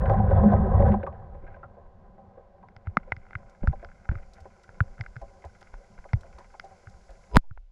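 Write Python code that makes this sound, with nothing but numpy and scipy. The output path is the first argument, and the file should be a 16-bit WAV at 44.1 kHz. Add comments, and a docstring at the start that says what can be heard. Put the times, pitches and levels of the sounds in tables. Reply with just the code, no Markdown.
"""A jet of water pounds a washing machine drum, heard by a microphone in a sealed housing in the suds.
The jet is surging filtered noise: a rumble, a boom of the tub and splashes through the drum modes.
It shuts off; water laps and trickles, foam fizzes, and drops ring the drum with a rising bubble tone.
Bubbles tick on the housing modes, pushes flex its wall in soft thumps, and near the end
evenly spaced ticks and a buzz swell quickly into a hard knock."""
import sys
import numpy as np
from scipy import signal
from scipy.fft import rfft, irfft
from scipy.io import wavfile

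SR = 44100
rng = np.random.default_rng(int(sys.argv[2]) if len(sys.argv) > 2 else 0)


def volts(x):
    """Linear amplitude factor 10**(x/20) for a level x in dB, scalar or array-like."""
    e = np.asarray(x, float) / 20
    return 10 ** e


def generate_wav(sig):
    """Save sig (samples, or channels by samples) to the path in sys.argv[1] as 16-bit PCM at SR."""
    pcm = np.round(np.clip(np.atleast_2d(sig).T, -1, 1) * 32767).astype(np.int16)
    wavfile.write(sys.argv[1], SR, pcm)


N = 340011  # samples

# modes of the air and steel of the drum: (frequency [Hz], width of the first resonance [Hz], level [dB])
DRUM_MODES = [(384.3, 74, -1.5), (490, 70, -1.5), (552, 59.3, 4.5), (690, 90, -0.5), (778, 53.3, 3.5),
              (1001.7, 122, -3.5), (1264, 40, -11), (1550, 213, -15), (1880, 193, -24.5), (2600, 200, -51),
              (3450, 250, -44.5), (5000, 1000, -73)]
# lower, upper and treble mode of the housing: (frequency [Hz], t60 [s])
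HOUSING_MODES = [(1460, 0.0076), (2060, 0.012), (5000, 0.0031)]
# the housing wall flexing after a push:
# (time [s], envelope peak [dB], frequency [Hz], time to the peak [s])
WALL_THUMPS = [(2.762, -45.5, 102, 0.01), (2.872, -23, 89, 0.0091), (2.972, -20, 193, 0.0033),
               (3.122, -28.5, 88.8, 0.0061), (3.171, -35, 88.8, 0.0044), (3.354, -27, 98, 0.0059),
               (3.621, -24, 32.3, 0.0058), (3.632, -20.5, 32.3, 0.011), (3.636, -23, 189, 0.0033),
               (3.676, -10, 70, 0.0071), (3.688, -22.5, 139, 0.0076), (3.708, -23, 63.8, 0.004),
               (3.847, -44, 75, 0.009), (4.093, -14.5, 65, 0.0048), (4.113, -21, 76, 0.0048),
               (4.116, -28.5, 168, 0.003), (4.133, -31, 38, 0.01), (4.153, -27.5, 93.5, 0.0077),
               (4.408, -43.5, 75, 0.014), (4.689, -44.5, 83, 0.0072), (4.808, -12, 97.7, 0.006),
               (4.988, -41, 123, 0.0082), (5.002, -26, 105, 0.0081), (5.08, -38, 40, 0.015),
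               (5.163, -33, 119, 0.0082), (5.215, -38, 40, 0.015), (5.45, -36.5, 75, 0.012),
               (5.733, -33, 31.8, 0.019), (5.988, -38, 32.6, 0.0049), (6.135, -12, 103, 0.0068),
               (6.157, -24.5, 60.6, 0.0075), (6.344, -40.5, 56.5, 0.012), (6.872, -37.5, 94.2, 0.0068),
               (6.944, -42, 53.8, 0.0069), (7.094, -41.5, 35, 0.015), (7.511, -33.5, 94, 0.0055),
               (7.573, -37, 32.5, 0.015), (7.63, -43, 30, 0.03)]

JET_ENDS_S = 1.18  # the layers of the settling water are fully in
KNOCK_S = 7.3692


def evened(x):
    """Scales to rms 1."""
    return x / np.sqrt(np.mean(x ** 2) + 1e-20)


def add(mix, s, sound):
    """Mixes a sound in at time s."""
    part = mix[round(s * SR):][:len(sound)]
    part += sound[:len(part)]


def level(rows):
    """A dB curve as gain at every sample."""
    return volts(np.interp(np.arange(N) / SR, *np.transpose(rows)))


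def coloured(points):
    """Noise of rms 1 whose spectrum has the given shape."""
    hz, db = np.transpose(points)
    f = np.arange(N // 2 + 1) * SR / N
    shape = volts(np.interp(np.log(f + 1), np.log(hz), db))
    return evened(irfft(rfft(rng.standard_normal(N)) * shape, N))


def resonate(x, hz, width):
    """Two-pole resonance of gain 1 at its centre."""
    return signal.lfilter(*signal.iirpeak(hz, hz / width, SR), x)


def muffled(x, hz):
    """The housing and the foam take off the treble."""
    return signal.sosfilt(signal.butter(2, hz, fs=SR, output="sos"), x)


def ring(hz, t60, rise_s):
    """A damped mode with a short rise, its envelope peaking at 1."""
    t = np.arange(2000) / SR
    shape = (1 - np.exp(-t / rise_s)) * volts(-60 * t / t60)
    return shape / shape.max() * np.sin(2 * np.pi * hz * t)


def grains(per_s, spread_db, length_s, steady):
    """Noise in short random bursts of uneven size over a steady part."""
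    starts = rng.random(N) < per_s / SR
    size = volts(spread_db * np.minimum(rng.exponential(1, N), 4)) * starts
    decay = np.exp(-np.arange(3000) / SR / length_s)  # of the power
    bursts = np.sqrt(abs(signal.oaconvolve(size ** 2, decay)[:N]))
    return evened((evened(bursts) + steady) * rng.standard_normal(N))


def drum(x):
    """Falling water sounds through the drum's modes; x may hold one row for each mode."""
    x = np.broadcast_to(x, (len(DRUM_MODES), x.shape[-1]))
    out = 0
    for row, (hz, width, db) in zip(x, DRUM_MODES):
        out = out + volts(db) * resonate(resonate(row, hz, width), hz, 1.36 * width)
    return out


def gurgle(per_s, spread_db, length_s, shared):
    """Bubbles excite each drum mode on its own, splashes all modes together."""
    own = np.array([grains(per_s, spread_db, length_s, 0.58) for _ in DRUM_MODES])
    splashes = grains(250, 1.8, 0.015, 0.3)
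    return evened(drum(own + shared * splashes))


def jet():
    """The surging jet shakes the housing, booms the tub and splashes; shut off, it dies fast, then drains."""
    # shape of the rumble: (frequency [Hz], relative level per Hz [dB])
    rumble_shape = [(8.8, -26), (15, -10), (65, 4), (101, 4), (129, -9.5), (150, -3), (175, -6.5),
                    (230, -39.5), (390, -120)]
    # surges of the jet: (time [s], rise above steady flow [dB], length [s])
    surges = [(0.116, 5.5, 0.023), (0.322, 4, .02), (0.388, 5, .04), (0.539, 5.5, 0.031),
              (0.791, 3.5, 0.053), (0.882, 6, 0.022)]
    # boom of the tub under the jet: (time [s], level [dB])
    boom_level = [(0, -32), (0.11, -39), (0.18, -30), (0.39, -36), (0.466, -17), (0.53, -22.5),
                  (0.574, -29.5), (0.778, -25), (0.914, -24.5), (0.97, -27.5), (1.03, -49.5), (1.2, -62.5),
                  (1.6, -90)]
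    rumble_db, splash_db = -22.5, -31.5  # in steady flow
    shut_s, shut_db_per_s = 0.922, 170

    t = np.arange(N) / SR
    surge_db = sum(db * np.exp(-((t - s) / length) ** 2) for s, db, length in surges)
    since_shut = np.maximum(t - shut_s, 0)
    shut_db = -shut_db_per_s * since_shut
    rumble_fall_db = np.maximum(shut_db, -15 - 25 * since_shut)
    splash_fall_db = np.maximum(shut_db, -6 - 52 * since_shut)

    rumble = coloured(rumble_shape) * volts(rumble_db + rumble_fall_db + surge_db)
    tub_hz = 204.7
    boom = evened(resonate(resonate(rng.standard_normal(N), tub_hz, 6.7), tub_hz, 60))
    splash = gurgle(per_s=70, spread_db=4.66, length_s=0.008, shared=0.21)
    splash *= volts(splash_db + splash_fall_db + 1.14 * surge_db)  # surges show a little more in the splash
    return rumble + boom * level(boom_level) + splash


def hiss():
    """A fine noise hiss that creeps up until the knock."""
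    # shape of the hiss: (frequency [Hz], relative level per Hz [dB])
    hiss_shape = [(1500, -16.5), (2600, -5.5), (3800, -6.5), (5000, 1), (7300, -1.5), (8500, -12.5),
                  (10500, -10.5), (12500, -36), (16000, -45)]
    # its course: (time [s], level [dB])
    hiss_course = [(0, -106), (1.1, -94.5), (2.7, -93.5), (3.3, -82), (4.2, -77), (5.5, -74.5), (7.33, -72),
                   (7.38, -88), (7.71, -93)]
    return coloured(hiss_shape) * level(hiss_course)


def drop(db, hz, t60, spray_db, noise):
    """A bubble plops at its own pitch, a crackly splash picks out drum modes near it, spray hisses above."""
    t = np.arange(len(noise)) / SR
    splash = noise ** 3 * (volts(-60 * t / t60) + 1.2 * np.exp(-t / 0.0013))  # cubing makes it crackle
    ringing = drum(muffled(resonate(splash, hz, 280) + 0.51 * splash, 1500))
    plop = resonate(resonate(splash, hz, 81), hz, 280)
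    # the trapped bubble's tone climbs as it nears the surface
    rise_per_s, bubble_t60_s = 3.1, 0.06
    tone = np.sin(2 * np.pi * hz * t * (1 + rise_per_s * t / 2))
    bubble = (1 - np.exp(-t / 0.003)) * volts(-60 * t / bubble_t60_s) * tone
    spray = muffled(resonate(resonate(splash, 1400, 1400), 1400, 1200), 1800)
    sound = ringing / abs(ringing).max() + 0.67 * plop / abs(plop).max() + volts(-6.5) * bubble
    return volts(db) * sound / abs(sound).max() + volts(db + spray_db) * spray / abs(spray).max()


def tick(db, hz, upper_db, treble_db, snap_db):
    """A burst rings the three housing modes, the lowest detuned by the foam on it, and adds a snap."""
    (_, lower_t60), upper, treble = HOUSING_MODES
    modes = ring(hz, lower_t60, 0.0013)
    modes += volts(upper_db) * ring(*upper, 0.0012)
    modes += volts(treble_db) * ring(*treble, 0.0006)
    snap = volts(snap_db) * ring(918, 0.0037, 0.0014)
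    snap += volts(treble_db - 3) * ring(3180, 0.0028, 0.00034)
    return volts(db) * muffled(modes + snap, 4300)


def after_jet():
    """Gain that fades in over 50 ms as the jet dies."""
    return np.clip((np.arange(N) / SR - JET_ENDS_S) * 20 + 1, 0, 1)


def hush():
    """Gain that falls by 19.5 dB in the 50 ms after the knock."""
    return volts(-19.5 * np.clip((np.arange(N) / SR - KNOCK_S) / 0.05, 0, 1))


def settling(rest_db, start_db, settle_s, stir_db, wander_db):
    """Gain of a water layer: it calms after the jet, wanders slowly and is stirred by pushes on the housing."""
    t = np.arange(N) / SR
    wander = 0
    for f in np.geomspace(1.5, 8, num=20):
        wander = wander + np.sin(2 * np.pi * (f * t[::64] + rng.random())) / np.sqrt(f)
    wander = np.repeat(evened(wander), repeats=64)[:N]
    calming_db = start_db * np.exp(-np.maximum(t - JET_ENDS_S, 0) / settle_s)
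    calm = volts(rest_db + calming_db + wander_db * wander)

    rise_s, fade_s, db_per_push_db = 0.025, 0.11, 0.44  # stirring grows more slowly than the push
    stir_shape = (1 - np.exp(-t[:SR] / rise_s)) * np.exp(-2 * t[:SR] / fade_s)
    stirred_power = np.zeros(N)
    for s, db, *_ in WALL_THUMPS:
        add(stirred_power, s, volts(2 * (db_per_push_db * db + stir_db)) * stir_shape)
    return np.sqrt(calm ** 2 + stirred_power) * after_jet()


def settling_water():
    """After the jet the water sways as low noise, laps as a band of noise and trickles through the drum modes."""
    # shapes of the slow sway and the lapping: (frequency [Hz], relative level per Hz [dB])
    sway_shape = [(8, -12), (14, 3), (30, 2), (65, -6.5), (90, -28), (200, -83)]
    lapping_shape = [(50, -44.5), (80, 2.5), (140, -9.5), (200, -2.5), (260, -16.5), (320, -32.5),
                     (600, -79)]
    sway = coloured(sway_shape) * settling(
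        rest_db=-61, start_db=19, settle_s=0.65, stir_db=-34, wander_db=3.5)
    lapping = coloured(lapping_shape) * settling(
        rest_db=-64, start_db=10.5, settle_s=1.4, stir_db=-47, wander_db=2.5)
    trickle = gurgle(per_s=80, spread_db=3.0, length_s=0.034, shared=0.6) * settling(
        rest_db=-61.5, start_db=8.5, settle_s=0.87, stir_db=-57, wander_db=1.5)
    return sway + (lapping + trickle) * hush()


def fizz():
    """Countless tiny foam bursts excite the housing modes."""
    # course before the fade-in and the hush: (time [s], level [dB])
    fizz_course = [(1.15, -85), (1.4, -75), (1.55, -62.5), (1.7, -86), (2.7, -81), (3.12, -67), (4.2, -67),
                   (6.54, -67), (7.31, -70)]
    bursts = grains(per_s=120, spread_db=5.5, length_s=0.003, steady=0.5)
    out = np.zeros(N)
    for (hz, _), width, db in zip(HOUSING_MODES, (200, 320, 900), (0.1, -5, -34)):
        out += volts(db) * resonate(resonate(bursts, hz, width), hz, 510)
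    return evened(out) * level(fizz_course) * after_jet() * hush()


def thump(db, hz, peak_s):
    """A slow, heavily damped swing that swells and dies."""
    t = np.arange(SR) / SR
    u = t / peak_s
    return volts(db) * (u * np.exp(1 - u)) ** 1.46 * np.sin(2 * np.pi * hz * t)


def faint_ticks():
    """Nine faint bursts on the housing at random times, each with its own size and tuning."""
    out = np.zeros(N)
    from_s, to_s = 2.8, 5.4
    for when, size, tune, upper in rng.random((9, 4)):
        faint = tick(db=-56 + 6 * size, hz=1350 + 200 * tune, upper_db=-12 * upper, treble_db=-18, snap_db=3)
        add(out, from_s + (to_s - from_s) * when, faint)
    return out


def spits():
    """Tiny bright bursts of foam: fast-decaying noise around 5.6 kHz."""
    # (time [s], peak level [dB])
    spit_list = [(3.496, -58), (4.3348, -49.5), (4.404, -55.5), (4.6337, -56.5), (5.215, -57), (5.449, -56),
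                 (5.61, -53.5), (6.2093, -52.5), (6.386, -50), (6.6458, -53), (6.8967, -56), (7.1053, -54)]
    out = np.zeros(N)
    decay = volts(-60 * np.arange(2000) / SR / 0.046)
    for (s, db), noise in zip(spit_list, rng.standard_normal((len(spit_list), 2000))):
        spit = muffled(resonate(noise, 5600, 4000), 6600) * decay
        add(out, s, volts(db) * spit / abs(spit).max())
    return out


def knock():
    """Evenly spaced growing ticks, noise and tones swell into a hard knock, then low swings and a slow sag."""
    # tones of the swell: (frequency [Hz], level at gain 1 of the swell [dB])
    swell_tones = [(52, -9), (94, -24), (420, -21), (980, -21), (5000, -41), (10000, -56.5)]
    # low swings and a slow sag after the knock:
    # (time [s], envelope peak [dB], frequency [Hz], time to the peak [s])
    low_swings = [(7.3694, -4, 180, .002), (7.3735, -10, 13, .0065), (7.405, -33, 2.2, .05)]
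    pulse_gap_s, growth_db_per_s = 0.01067, 811.5

    t = np.arange(N) / SR - KNOCK_S
    # the swell stops growing 4.7 ms before the knock and ends at it
    growth = volts(growth_db_per_s * np.minimum(t + 0.0047, 0)) * (t < 0)
    band_noise = resonate(rng.standard_normal(N), 520, 400)
    swell_noise = volts(-22) * evened(muffled(muffled(band_noise, 750), 750))
    buzz = sum(volts(db) * np.sin(2 * np.pi * hz * t) for hz, db in swell_tones)
    out = growth * (swell_noise + buzz)

    pulse = volts(-1.5) * ring(2300, 0.0015, 0.00005) + ring(830, 0.004, 0.0001)
    for k in range(1, 5):  # counted back from the knock; pulses grow faster than noise and tones
        before_s = k * pulse_gap_s
        add(out, KNOCK_S - before_s - 0.0003, volts(2 - 1.7 * growth_db_per_s * before_s) * pulse)

    strike = ring(1300, 0.0022, 0.00007)
    strike += volts(-56) * ring(3500, 0.009, 0.00005)
    strike += volts(-26.5) * ring(9800, 0.001, 0.00005)
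    add(out, KNOCK_S - 0.0003, -volts(9) * strike)
    add(out, KNOCK_S + 0.009, volts(-37) * pulse)  # a small rebound
    for s, *row in low_swings:
        add(out, s, thump(*row))
    return out


def scene():
    """Mixes the water and foam layers with the drops, ticks, thumps and the knock."""
    # drops falling into the suds:
    # (time [s], peak [dB], frequency [Hz], splash t60 [s], spray above the peak [dB])
    drop_list = [(0.056, -25, 776, 0.081, -6), (0.097, -13.5, 557, 0.052, -28),
                 (0.134, -17.5, 756, 0.087, -41), (0.188, -28.5, 600, 0.074, -12),
                 (0.308, -18, 554, 0.033, -27), (0.434, -17, 540, 0.13, -33), (0.533, -17, 762, 0.059, -28),
                 (0.798, -18, 516, 0.095, -24), (0.824, -18, 565, 0.057, -20),
                 (0.884, -19, 547, 0.069, -30), (0.918, -24.5, 398, 0.092, -11.5),
                 (0.94, -18, 774, 0.086, -18.5), (1.034, -24.5, 490, 0.05, -14),
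                 (1.066, -24.5, 1116, 0.059, -17), (1.127, -39, 750, 0.12, -9),
                 (1.344, -39, 500, 0.16, -18), (1.437, -42.5, 375, 0.032, -20),
                 (1.474, -44.5, 1575, 0.097, -2), (1.54, -43.5, 1550, 0.074, -13),
                 (1.563, -40.5, 740, 0.044, -13), (1.63, -35, 1330, 0.083, -20),
                 (1.768, -41, 587, 0.21, -23), (2.181, -42, 610, 0.14, -26), (2.373, -40.5, 516, 0.11, -23),
                 (2.628, -41.5, 1000, 0.079, -25), (3.074, -41, 552, 0.064, -22),
                 (3.393, -49, 544, 0.06, -18), (3.631, -32.5, 427, 0.079, -8),
                 (3.728, -30.5, 795, 0.049, -24), (3.827, -36.5, 597, 0.074, -12.5),
                 (4.116, -40, 400, 0.13, -6), (4.38, -45, 724, 0.12, -13), (4.455, -37, 584, 0.057, -14),
                 (4.991, -46, 634, 0.065, 0), (5.215, -33.5, 673, 0.12, -24),
                 (5.441, -34.5, 829, 0.062, -10.5), (5.615, -45, 790, 0.055, -2),
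                 (6.051, -39, 783, 0.032, -24), (6.24, -45, 650, 0.11, -19), (6.383, -41, 1026, 0.2, -3),
                 (6.541, -41.5, 870, 0.034, -12), (6.638, -37, 727, 0.18, -22),
                 (6.706, -43, 770, 0.092, -15), (7.092, -44, 628, 0.22, -6), (7.432, -57, 904, 0.12, -19)]
    # bubbles bursting on the housing, levels before muffling: (time [s], lower mode [dB], its frequency [Hz],
    # then relative to the lower mode: upper mode [dB], treble mode [dB], broad snap [dB])
    tick_list = [(1.0305, -34, 1550, -14, -37, -21), (2.686, -48, 1430, -3.5, -12, 4),
                 (2.7646, -44.5, 1390, -3, -1.5, 1.5), (2.8712, -34, 1330, -10, -33, -1),
                 (2.9702, -7.5, 1275, -11.5, -25.5, -5), (3.1206, -20, 1430, 3, -23, 2.5),
                 (3.1654, -42, 1540, 0.6, -6.5, -41), (3.3082, -45, 1260, -1, -16, 5),
                 (3.3316, -35, 1490, -9, -52, -7), (3.3531, -23, 1470, -5, -40, -29),
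                 (3.6739, -19, 1400, -35, -24, -5), (3.8472, -34, 1470, -12, -9.5, -27),
                 (3.8881, -47, 1440, -9, -26, -8), (3.9159, -45, 1510, -12, -31, -13),
                 (4.0548, -43, 1400, -11, -23, -6), (4.0904, -24.5, 1446, -18, -37, -4.5),
                 (4.114, -37, 1490, -12, -23, 3), (4.154, -34.5, 1380, -8, -23, -20),
                 (4.1853, -47, 1450, -7, -19, -13), (4.6918, -39, 1460, -22, -22, -1.5),
                 (4.805, -11.5, 1440, -39, -39.5, -14.5), (4.9806, -44.5, 1390, -12, -21, -4),
                 (5.01, -31.5, 1560, 3.5, -2.5, -2.5), (5.0379, -43, 1530, -8, -16, -11),
                 (5.0627, -33, 1510, -7.5, -23, -14), (5.158, -43, 1520, -21, -26, -18),
                 (5.165, -32, 1510, -13, -18, -9), (5.6276, -46, 1460, -6, -0.5, -12),
                 (5.7406, -42.5, 1390, -11, -11, 9), (5.9883, -46, 1430, -22, -16, 5),
                 (6.0418, -46.5, 1490, -4.5, -32, 3), (6.133, -28, 1380, 1, -7, 6.5),
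                 (6.2337, -44.5, 1420, -22, -27, 3), (6.5973, -29.5, 1450, -5, -2.5, -9),
                 (6.8716, -39, 1480, -13, -31.5, -30), (7.5102, -44, 1395, -25.5, -45, -21),
                 (7.5755, -45.5, 1380, -11, -38, 7)]
    mix = jet() + hiss() + settling_water() + fizz() + faint_ticks() + spits() + knock()
    for (s, *row), noise in zip(drop_list, rng.standard_normal((len(drop_list), 8000))):
        add(mix, s, drop(*row, noise))
    for s, *row in tick_list:
        add(mix, s, tick(*row))
    for s, *row in WALL_THUMPS:
        add(mix, s, thump(*row))
    return mix[None]


def band_limit(x):
    """A steep low-pass at the top of the band."""
    return signal.sosfilt(signal.butter(12, 16500, fs=SR, output="sos"), x)


def record(dry):
    """The microphone adds its own faint noise, and full scale clips."""
    # shape of the microphone noise: (frequency [Hz], relative level per Hz [dB])
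    self_noise = [(800, -10), (2500, 0), (4500, -5), (7000, -15.5), (12000, -29.5)]
    heard = np.clip(dry + volts(-86.5) * coloured(self_noise), -1, 1)
    return band_limit(heard)


dry = scene()
out = record(dry)
generate_wav(out)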